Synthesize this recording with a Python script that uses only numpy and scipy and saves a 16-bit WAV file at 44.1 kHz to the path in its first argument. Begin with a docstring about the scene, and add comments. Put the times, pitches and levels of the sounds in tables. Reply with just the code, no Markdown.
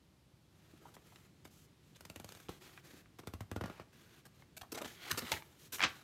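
"""A picture book is leafed through close to the microphone in a quiet room.
First, sheets slide with a soft friction hiss and hands bump the book. From about 1 s a thumb sticks
and slips along the page edges, sending bending waves through the sheets, in runs after 2 s and 3 s.
From about 4.5 s the pages scrape past each other more often and buckle with louder snaps.
Near 5.8 s the last page sweeps over with a crackling flap."""
import sys
import numpy as np
from scipy import signal
from scipy.fft import rfft, irfft
from scipy.io import wavfile
from scipy.ndimage import uniform_filter1d

SR = 44100
rng = np.random.default_rng(int(sys.argv[2]) if len(sys.argv) > 2 else 0)


def to_wav(sig):
    """Store sig (one row per channel, or 1-D mono) as 16-bit WAV at the path in sys.argv[1].

    Samples outside -1..1 are clipped; the rate is SR.
    """
    pcm = np.clip(np.atleast_2d(sig), -1, 1) * 32767
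    pcm = np.round(pcm).astype(np.int16)
    wavfile.write(sys.argv[1], SR, pcm.T)  # frames by channels


N = 265923

# Page edges escaping the thumb: time_s, sheet_level_db, edge_level_db
THUMB_SLIPS = [(0.9667, -50, -68), (1.4523, -50, -49), (2.008, -57.5, -49), (2.052, -55, -46.5),
               (2.0994, -48, -45.5), (2.16, -46.5, -45), (2.199, -48.5, -47), (2.2446, -49.5, -45.5),
               (2.2902, -55, -48.5), (2.3218, -63, -47.5), (2.3501, -57.5, -49), (2.3719, -64, -52),
               (2.4013, -62, -52.5), (2.492, -45.5, -46.5), (3.1913, -49.5, -55), (3.2727, -41, -42),
               (3.3369, -43, -45), (3.407, -42, -45), (3.515, -39, -46.5), (3.5621, -35.5, -43.5),
               (3.6108, -36, -44.5), (3.6382, -36.5, -50), (3.658, -44, -46), (3.68, -49, -61),
               (3.699, -44, -59), (3.7977, -42, -60)]
# The book's thump relative to the sheet, strongest while it is tipped open: time_s, level_db
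BOOK_ROCKING = [(3.27, -16.5), (3.34, -1.5), (3.54, -5), (3.8, -23)]
# Spectrum of a flexed sheet: frequency_hz, level_db
RATTLE_SPECTRUM = [(80, -6), (170, 5), (400, 1.5), (800, -7.5), (1400, -3), (2400, -11.5), (6000, -25.5),
                   (16000, -64)]
# Spectrum of a rubbed page edge: frequency_hz, level_db
EDGE_SPECTRUM = [(150, 1), (400, 4), (900, 2), (2000, 0.5), (3800, 0), (5000, -1.5), (7000, -2),
                 (10000, -6.5), (13000, -5), (14700, -7.5), (16000, -25)]


def thumb_slips(flex_db=4, dive_s=0.0004, rise_s=0.00022, fall_s=0.0067, rattle_db=-10, rattle_s=0.012,
                thump_db=5, book_hz=86, book_s=0.0062, tick_db=-1, tick_s=0.0042,
                creep_db=-14, creep_s=0.0028):
    """Stick-slip launches bending waves. By dispersion the treble arrives first, so the pitch dives."""
    out, t = np.zeros(N), np.arange(4096) / SR
    for time_s, sheet_db, edge_db in THUMB_SLIPS:
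        path, spread, grip = np.exp(rng.normal(0, [.2, .07, .1]))
        cycles = 1.1 * spread * np.log1p(t / (dive_s * path))
        flex = np.sin(2 * np.pi * cycles) * np.exp(-t / fall_s) * (1 - np.exp(-t / rise_s))
        # the wave reflects from the edges as a papery rattle, and rocks the book
        reflections = rng.standard_normal(len(t)) * np.exp(-t / rattle_s)
        rattle = colour(reflections, RATTLE_SPECTRUM, ripple_db=2)
        thump = np.sin(2 * np.pi * book_hz * grip * t) * t / book_s * np.exp(1 - t / book_s)
        book_db = sheet_db + np.interp(time_s, *np.transpose(BOOK_ROCKING))
        release = friction(len(t), 3000, 1.3, 0.2) * np.exp(-t / tick_s)
        tick = colour(release, EDGE_SPECTRUM, ripple_db=2.8)
        add(out, time_s, amp(sheet_db + flex_db) * (flex + amp(rattle_db) * rattle))
        add(out, time_s, amp(edge_db + tick_db) * tick + amp(book_db + thump_db) * thump)
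        # just before it lets go, the edge creeps under the thumb
        creep = colour(friction(len(t), 3100, 4.5, 0.55), EDGE_SPECTRUM, tilt_db=-0.8)
        add(out, time_s - t[-1], amp(edge_db + creep_db) * creep * np.exp(-t[::-1] / creep_s))
    return out


# Sheets buckling: time_s, level_db, centre_hz
PAPER_SNAPS = [(1.159, -52.5, 2450), (2.486, -50, 1970), (2.776, -50, 1600), (3.059, -64, 1690),
               (4.422, -55.5, 1510), (4.846, -45.5, 2190), (5.114, -34.5, 4200), (5.148, -48, 1400),
               (5.222, -45, 2000), (5.270, -44, 2980), (5.319, -28.5, 2950), (5.326, -33.5, 3370),
               (5.339, -40, 1910), (5.423, -52, 1800)]


def snaps(rows, gain_db=5, crack_s=0.0006, ring=0.4, ring_s=0.0052, low_db=-14, high_db=-14, top_db=-32):
    """Buckling: a sheet gives way with a crack, then rings for a few milliseconds."""
    out, t = np.zeros(N), np.arange(4096) / SR
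    for time_s, level_db, hz in rows:
        crack = rng.choice([-1, 1], len(t)) * (np.exp(-t / crack_s) + ring * np.exp(-t / ring_s))
        spectrum = [(hz / 8, low_db), (hz / 2, -3), (hz, 0), (hz * 1.26, -2),
                    (hz * 2.7, high_db), (hz * 6, top_db)]
        add(out, time_s, amp(level_db + gain_db) * colour(crack, spectrum, ripple_db=2.5))
    return out


# Spectrum of a whole page flapping: frequency_hz, level_db
FLAP_SPECTRUM = [(100, -9), (400, -4.5), (800, -3), (1300, -1.5), (2000, 0.5), (2900, -1), (4300, -7.5),
                 (6000, -13.5), (8500, -32), (12000, -51), (16000, -51)]


def page_sweep(bend_at_s=5.784, flip_at_s=5.837, last_buckle_db=-25, growth_db=19,
               last_buckle_hz=2740, climb_octaves=0.74,
               crackle_db=-31.5, rise_s=0.019, fall_s=0.016, swish_db=-30, swish_s=0.014):
    """Repeated buckling: the last page snaps in a growing run, swishes over, and its crackle decays."""
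    bend_s = flip_at_s - bend_at_s
    to_go = np.linspace(1, 0, num=6)
    run = zip(flip_at_s - bend_s * to_go,
              last_buckle_db - growth_db * to_go ** 2,
              last_buckle_hz / 2 ** (climb_octaves * to_go))
    # a whole page buckles more softly and dully than an edge
    buckles = snaps(run, gain_db=0, crack_s=0.0013, ring=0.73, ring_s=0.0054,
                    low_db=-26, high_db=-19, top_db=-40)
    t = np.arange(N) / SR - flip_at_s
    onset = np.clip(1 + t / bend_s, 0, 1)
    envelope = onset * np.exp(np.minimum(t / rise_s, np.minimum((swish_s - t) / fall_s, 0)))
    crackle = amp(crackle_db) * envelope * colour(friction(N, 2500, 1.4, 0.33), FLAP_SPECTRUM)
    flip = np.sin(np.pi * np.clip(t / swish_s, 0, 1))
    swish = amp(swish_db) * colour(flip * friction(N, 5000, 1.4, .6), FLAP_SPECTRUM, tilt_db=4)
    return buckles + crackle + swish


# Edges rubbing: start_s, length_s, level_db, tilt_db_per_octave
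EDGE_SCRAPES = [(0.938, 0.02, -61, 1), (1.445, 0.02, -62, 1), (1.472, 0.011, -67, 1),
                (1.957, .014, -60, -0.5), (2.488, 0.011, -45, -6), (3.185, 0.019, -55, -1),
                (3.233, 0.01, -57, -5.5), (4.251, 0.021, -57.5, 0), (4.566, .017, -49, 2),
                (4.611, 0.013, -48, -2), (4.718, 0.014, -45, 2), (4.744, 0.017, -45.5, -1),
                (4.773, 0.019, -45.5, -1.5), (4.814, 0.012, -42.5, -1.5), (4.844, 0.02, -45.5, -2.5),
                (5.095, 0.021, -44.5, -0.5), (5.112, 0.008, -32.5, 1.5), (5.172, 0.026, -38, 0.7),
                (5.317, 0.004, -34, 1.5), (5.325, 0.004, -39, 1), (5.720, 0.046, -43.5, 3)]


def scrapes():
    """Dry friction: one page edge drags over another in a short, grainy burst."""
    out = np.zeros(N)
    for start_s, length_s, level_db, tilt_db in EDGE_SCRAPES:
        stroke = signal.windows.tukey(int(length_s * SR), .3)
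        grains = np.pad(stroke * friction(len(stroke), 5000, 2.2, .7), (0, 1024))
        add(out, start_s, amp(level_db) * colour(grains, EDGE_SPECTRUM, tilt_db, ripple_db=3.5))
    return out


# Sliding strokes: start_s, length_s, body_level_db, body_tilt_db_per_octave, hiss_level_db, swell_db
SLIDE_STROKES = [(0.512, 0.28, -72.5, -1, -77, 6), (0.81, 0.095, -63, -4, -70, 2),
                 (0.907, 0.15, -73, -2, -76, -4), (1.05, 0.23, -69.5, 0, -71.5, -4),
                 (1.511, 0.15, -77, -1, -68, -3), (1.822, 0.48, -78, 2, -76.5, 6),
                 (2.273, 0.2, -64.5, 0.5, -67, -2.5), (2.492, 0.097, -62, 0, -65.5, -12),
                 (2.612, 0.2, -62, -0.5, -66, -11), (2.837, 0.18, -62.5, 0, -66, -2),
                 (3.658, 0.17, -60, -1.5, -71.5, -5), (3.928, 0.28, -66, 1, -71, 0.5),
                 (4.334, 0.097, -71.5, -0.5, -76, 8), (4.721, 0.137, -56.5, -2, -67, -1),
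                 (4.851, 0.12, -57, 2, -60, -14), (4.962, 0.13, -53, 2, -61.5, 15.5),
                 (5.122, 0.19, -52, 0.5, -58.5, 7.5), (5.319, 0.094, -50.5, 1, -55, -23),
                 (5.421, 0.18, -69.5, 0.5, -72, -4), (5.589, 0.087, -64.5, -1, -61, 1.5),
                 (5.73, 0.08, -57, -3, -52, -4), (5.878, 0.15, -59, 1.5, -64.5, -5)]
# Spectra of the sheet's body and of its friction hiss: frequency_hz, level_db
BODY_SPECTRUM = [(150, -18.5), (350, 4.5), (550, -1), (1000, -2), (1600, -1), (2800, -4.5), (4000, -5),
                 (5500, -16), (9000, -46.5), (16000, -25)]
HISS_SPECTRUM = [(1000, -24), (3000, 0.5), (4000, -3), (5000, -2), (6500, 2), (8500, -4), (10500, -3.5),
                 (13000, -2), (16000, -12.5)]


def sliding(gain_db=-2, fade_s=.012):
    """Sliding friction: sheets rub on each other and under the fingers, each stroke swelling or dying."""
    out = np.zeros(N)
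    for start_s, length_s, body_db, tilt_db, hiss_db, swell_db in SLIDE_STROKES:
        t = np.arange(-fade_s, length_s + fade_s, 1 / SR)
        fade = np.clip(np.minimum(t - t[0], t[-1] - t) / (2 * fade_s), 0, 1)
        swell = amp(swell_db * (t / length_s - .5))
        body = amp(body_db) * colour(friction(len(t), 1200, 2.2, 1), BODY_SPECTRUM, tilt_db, 2.5)
        hiss = amp(hiss_db) * colour(friction(len(t), 4000, 2.4, 2.5), HISS_SPECTRUM, ripple_db=1.5)
        add(out, start_s - fade_s, fade * swell * (body + hiss))
    return amp(gain_db) * out * waver(depth_db=1.58, samples=400)


# Hand and pages touching the book: time_s, level_db, pitch_hz, decay_s, relative_width
BOOK_BUMPS = [(0.732, -53, 200, 0.009, 1), (0.853, -50.5, 930, 0.011, 0.2), (1.121, -57, 640, 0.008, 0.4),
              (1.948, -60, 3400, 0.012, 0.15), (2.489, -45, 310, 0.01, 0.8),
              (2.775, -53, 1600, 0.007, 0.25), (2.935, -49.5, 232, 0.0079, 0.4),
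              (4.63, -53.5, 860, 0.013, 0.6), (4.722, -48.5, 300, 0.035, 0.6),
              (4.761, -49, 476, 0.027, 1.5), (4.807, -47.5, 400, 0.026, 1.2), (5.065, -51, 500, 0.012, 1.3),
              (5.106, -35.5, 1530, 0.011, 0.18), (5.115, -46, 110, .032, 0.7), (5.22, -42, 160, 0.016, 0.9),
              (5.318, -40, 890, 0.019, 0.1), (5.326, -47.5, 100, .022, 0.7),
              (5.365, -41, 1740, 0.0075, 0.17)]


def bumps(gain_db=2, rise_s=0.0019):
    """Damped resonance: the stack of pages answers a soft touch with a brief, hollow ring."""
    out, t = np.zeros(N), np.arange(8192) / SR
    for time_s, level_db, pitch_hz, decay_s, width in BOOK_BUMPS:
        band_hz = [pitch_hz / (1 + width), pitch_hz * (1 + width)]
        band = signal.butter(2, band_hz, "band", fs=SR, output="sos")
        ring = evened(signal.sosfilt(band, rng.standard_normal(2 * len(t)))[len(t):])
        envelope = (1 - np.exp(-t / rise_s)) * np.exp(-t / decay_s)
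        add(out, time_s, amp(level_db + gain_db) * envelope * ring)
    return out


# Spectrum of hands and sleeves: frequency_hz, level_db
HANDLING_SPECTRUM = [(50, -5.5), (90, -7), (140, 1), (250, -6), (400, -11), (700, -25.5), (2000, -22.5),
                     (8000, -32), (14000, -45), (16000, -39)]


def handling(level_db=-69):
    """Handling noise: once the book moves, hands and sleeves keep up a faint, uneven rumble."""
    moving = np.interp(np.arange(N) / SR, [.45, .75], [0, 1])
    pressure = waver(depth_db=0.66, samples=2500)
    return amp(level_db) * moving * pressure * colour(rng.standard_normal(N), HANDLING_SPECTRUM)


# Spectrum of the quiet room: frequency_hz, level_db
AIR_SPECTRUM = [(25, -39), (45, -10.5), (60, -5.5), (110, -4), (155, -5), (230, -14), (350, -13),
                (450, -22), (600, -23), (1900, -30), (4000, -30), (8000, -37.5), (13000, -39.5),
                (16000, -50)]


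def air(level_db=-66.5):
    """Stationary noise: the low rumble and faint hiss of the room."""
    gain = amp(read(AIR_SPECTRUM, np.fft.rfftfreq(N, 1 / SR)))
    return amp(level_db) * evened(irfft(rfft(rng.standard_normal(N)) * gain, N))


# Reverberation time of the room: frequency_hz, t60_s
ROOM_DECAY = [(100, 0.26), (500, 0.39), (2500, 0.27), (6000, 0.23), (14000, 0.48)]


def room(x, early_db=-11, tail_db=-14, early_s=0.022):
    """Reverberation: early reflections from the book and cupboards, then a short diffuse tail."""
    hz, t, noise = signal.stft(rng.standard_normal(SR // 2), SR, nperseg=256)
    decay = amp(-60 * t / read(ROOM_DECAY, hz)[:, None])
    tail = signal.istft(noise * decay, SR, nperseg=256)[1]
    tail *= np.clip(np.arange(len(tail)) / SR / early_s, 0, 1)
    early = np.zeros(len(tail))
    early[(rng.uniform(.002, early_s, size=10) * SR).astype(int)] = rng.choice([-1, 1], size=10)
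    early = colour(early, [(100, 0), (4000, -1), (16000, 6)])
    echoes = amp(early_db) * early / np.linalg.norm(early) + amp(tail_db) * tail / np.linalg.norm(tail)
    return x + signal.fftconvolve(x, echoes)[:N]


def friction(samples, clicks_per_s, spread_db, hiss):
    """Shot noise: paper fibres catch in tiny clicks of uneven size over a smooth hiss."""
    size = amp(spread_db * np.minimum(rng.exponential(1, samples), 4))
    clicks = size * rng.choice([-1, 1], samples) * (rng.random(samples) < clicks_per_s / SR)
    return evened(evened(clicks) + hiss * rng.standard_normal(samples))


def colour(x, spectrum, tilt_db=0, ripple_db=0):
    """Minimum-phase filter of unit energy: a spectrum, a tilt and a curved sheet's chance resonances."""
    hz = np.fft.rfftfreq(2048, 1 / SR)
    ripple = evened(uniform_filter1d(uniform_filter1d(rng.standard_normal(len(hz)), 12), 8))
    ripple /= 1 + (hz / 7000) ** 2  # in the treble the resonances overlap and even out
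    octaves = np.log2((hz + 200) / 4000)
    log_gain = np.log(amp(read(spectrum, hz) + tilt_db * octaves + ripple_db * ripple))
    mirrored = np.concatenate([log_gain, log_gain[-2:0:-1]])
    taps = np.fft.ifft(np.exp(np.conj(signal.hilbert(mirrored)))).real
    return signal.oaconvolve(x, taps / np.linalg.norm(taps))[:len(x)]


def waver(depth_db, samples):
    """Amplitude modulation by the uneven pressure of the hand."""
    drift = uniform_filter1d(uniform_filter1d(rng.standard_normal(N), samples), samples)
    return amp(depth_db * evened(drift))


def amp(db):
    """Decibels to gain."""
    return 10 ** (np.asarray(db) / 20)


def evened(x):
    """Normalisation to rms 1."""
    return x / np.sqrt(np.mean(x ** 2) + 1e-20)


def read(points, hz):
    """Interpolation on a log-frequency axis."""
    points_hz, values = np.transpose(points)
    return np.interp(np.log(hz + 1), np.log(points_hz + 1), values)


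def add(mix, start_s, sound):
    """Superposition of a sound on the mix."""
    part = mix[max(round(start_s * SR), 0):][:len(sound)]
    part += sound[:len(part)]


def scene():
    """Superposition: the paper sounds and their echoes over the background noise."""
    paper = thumb_slips() + snaps(PAPER_SNAPS) + scrapes() + bumps() + sliding() + page_sweep()
    return (room(paper) + handling() + air())[None]


def record(dry, low_hz=52, high_hz=15900):
    """Band limiting: the microphone sheds deep bass, then the highest treble is cut."""
    highpass = signal.butter(4, low_hz, "high", fs=SR, output="sos")
    lowpass = signal.firwin(201, high_hz, window=("kaiser", 9), fs=SR)
    return signal.oaconvolve(signal.sosfilt(highpass, dry), lowpass[None], "same")


dry = scene()
out = record(dry)
to_wav(out)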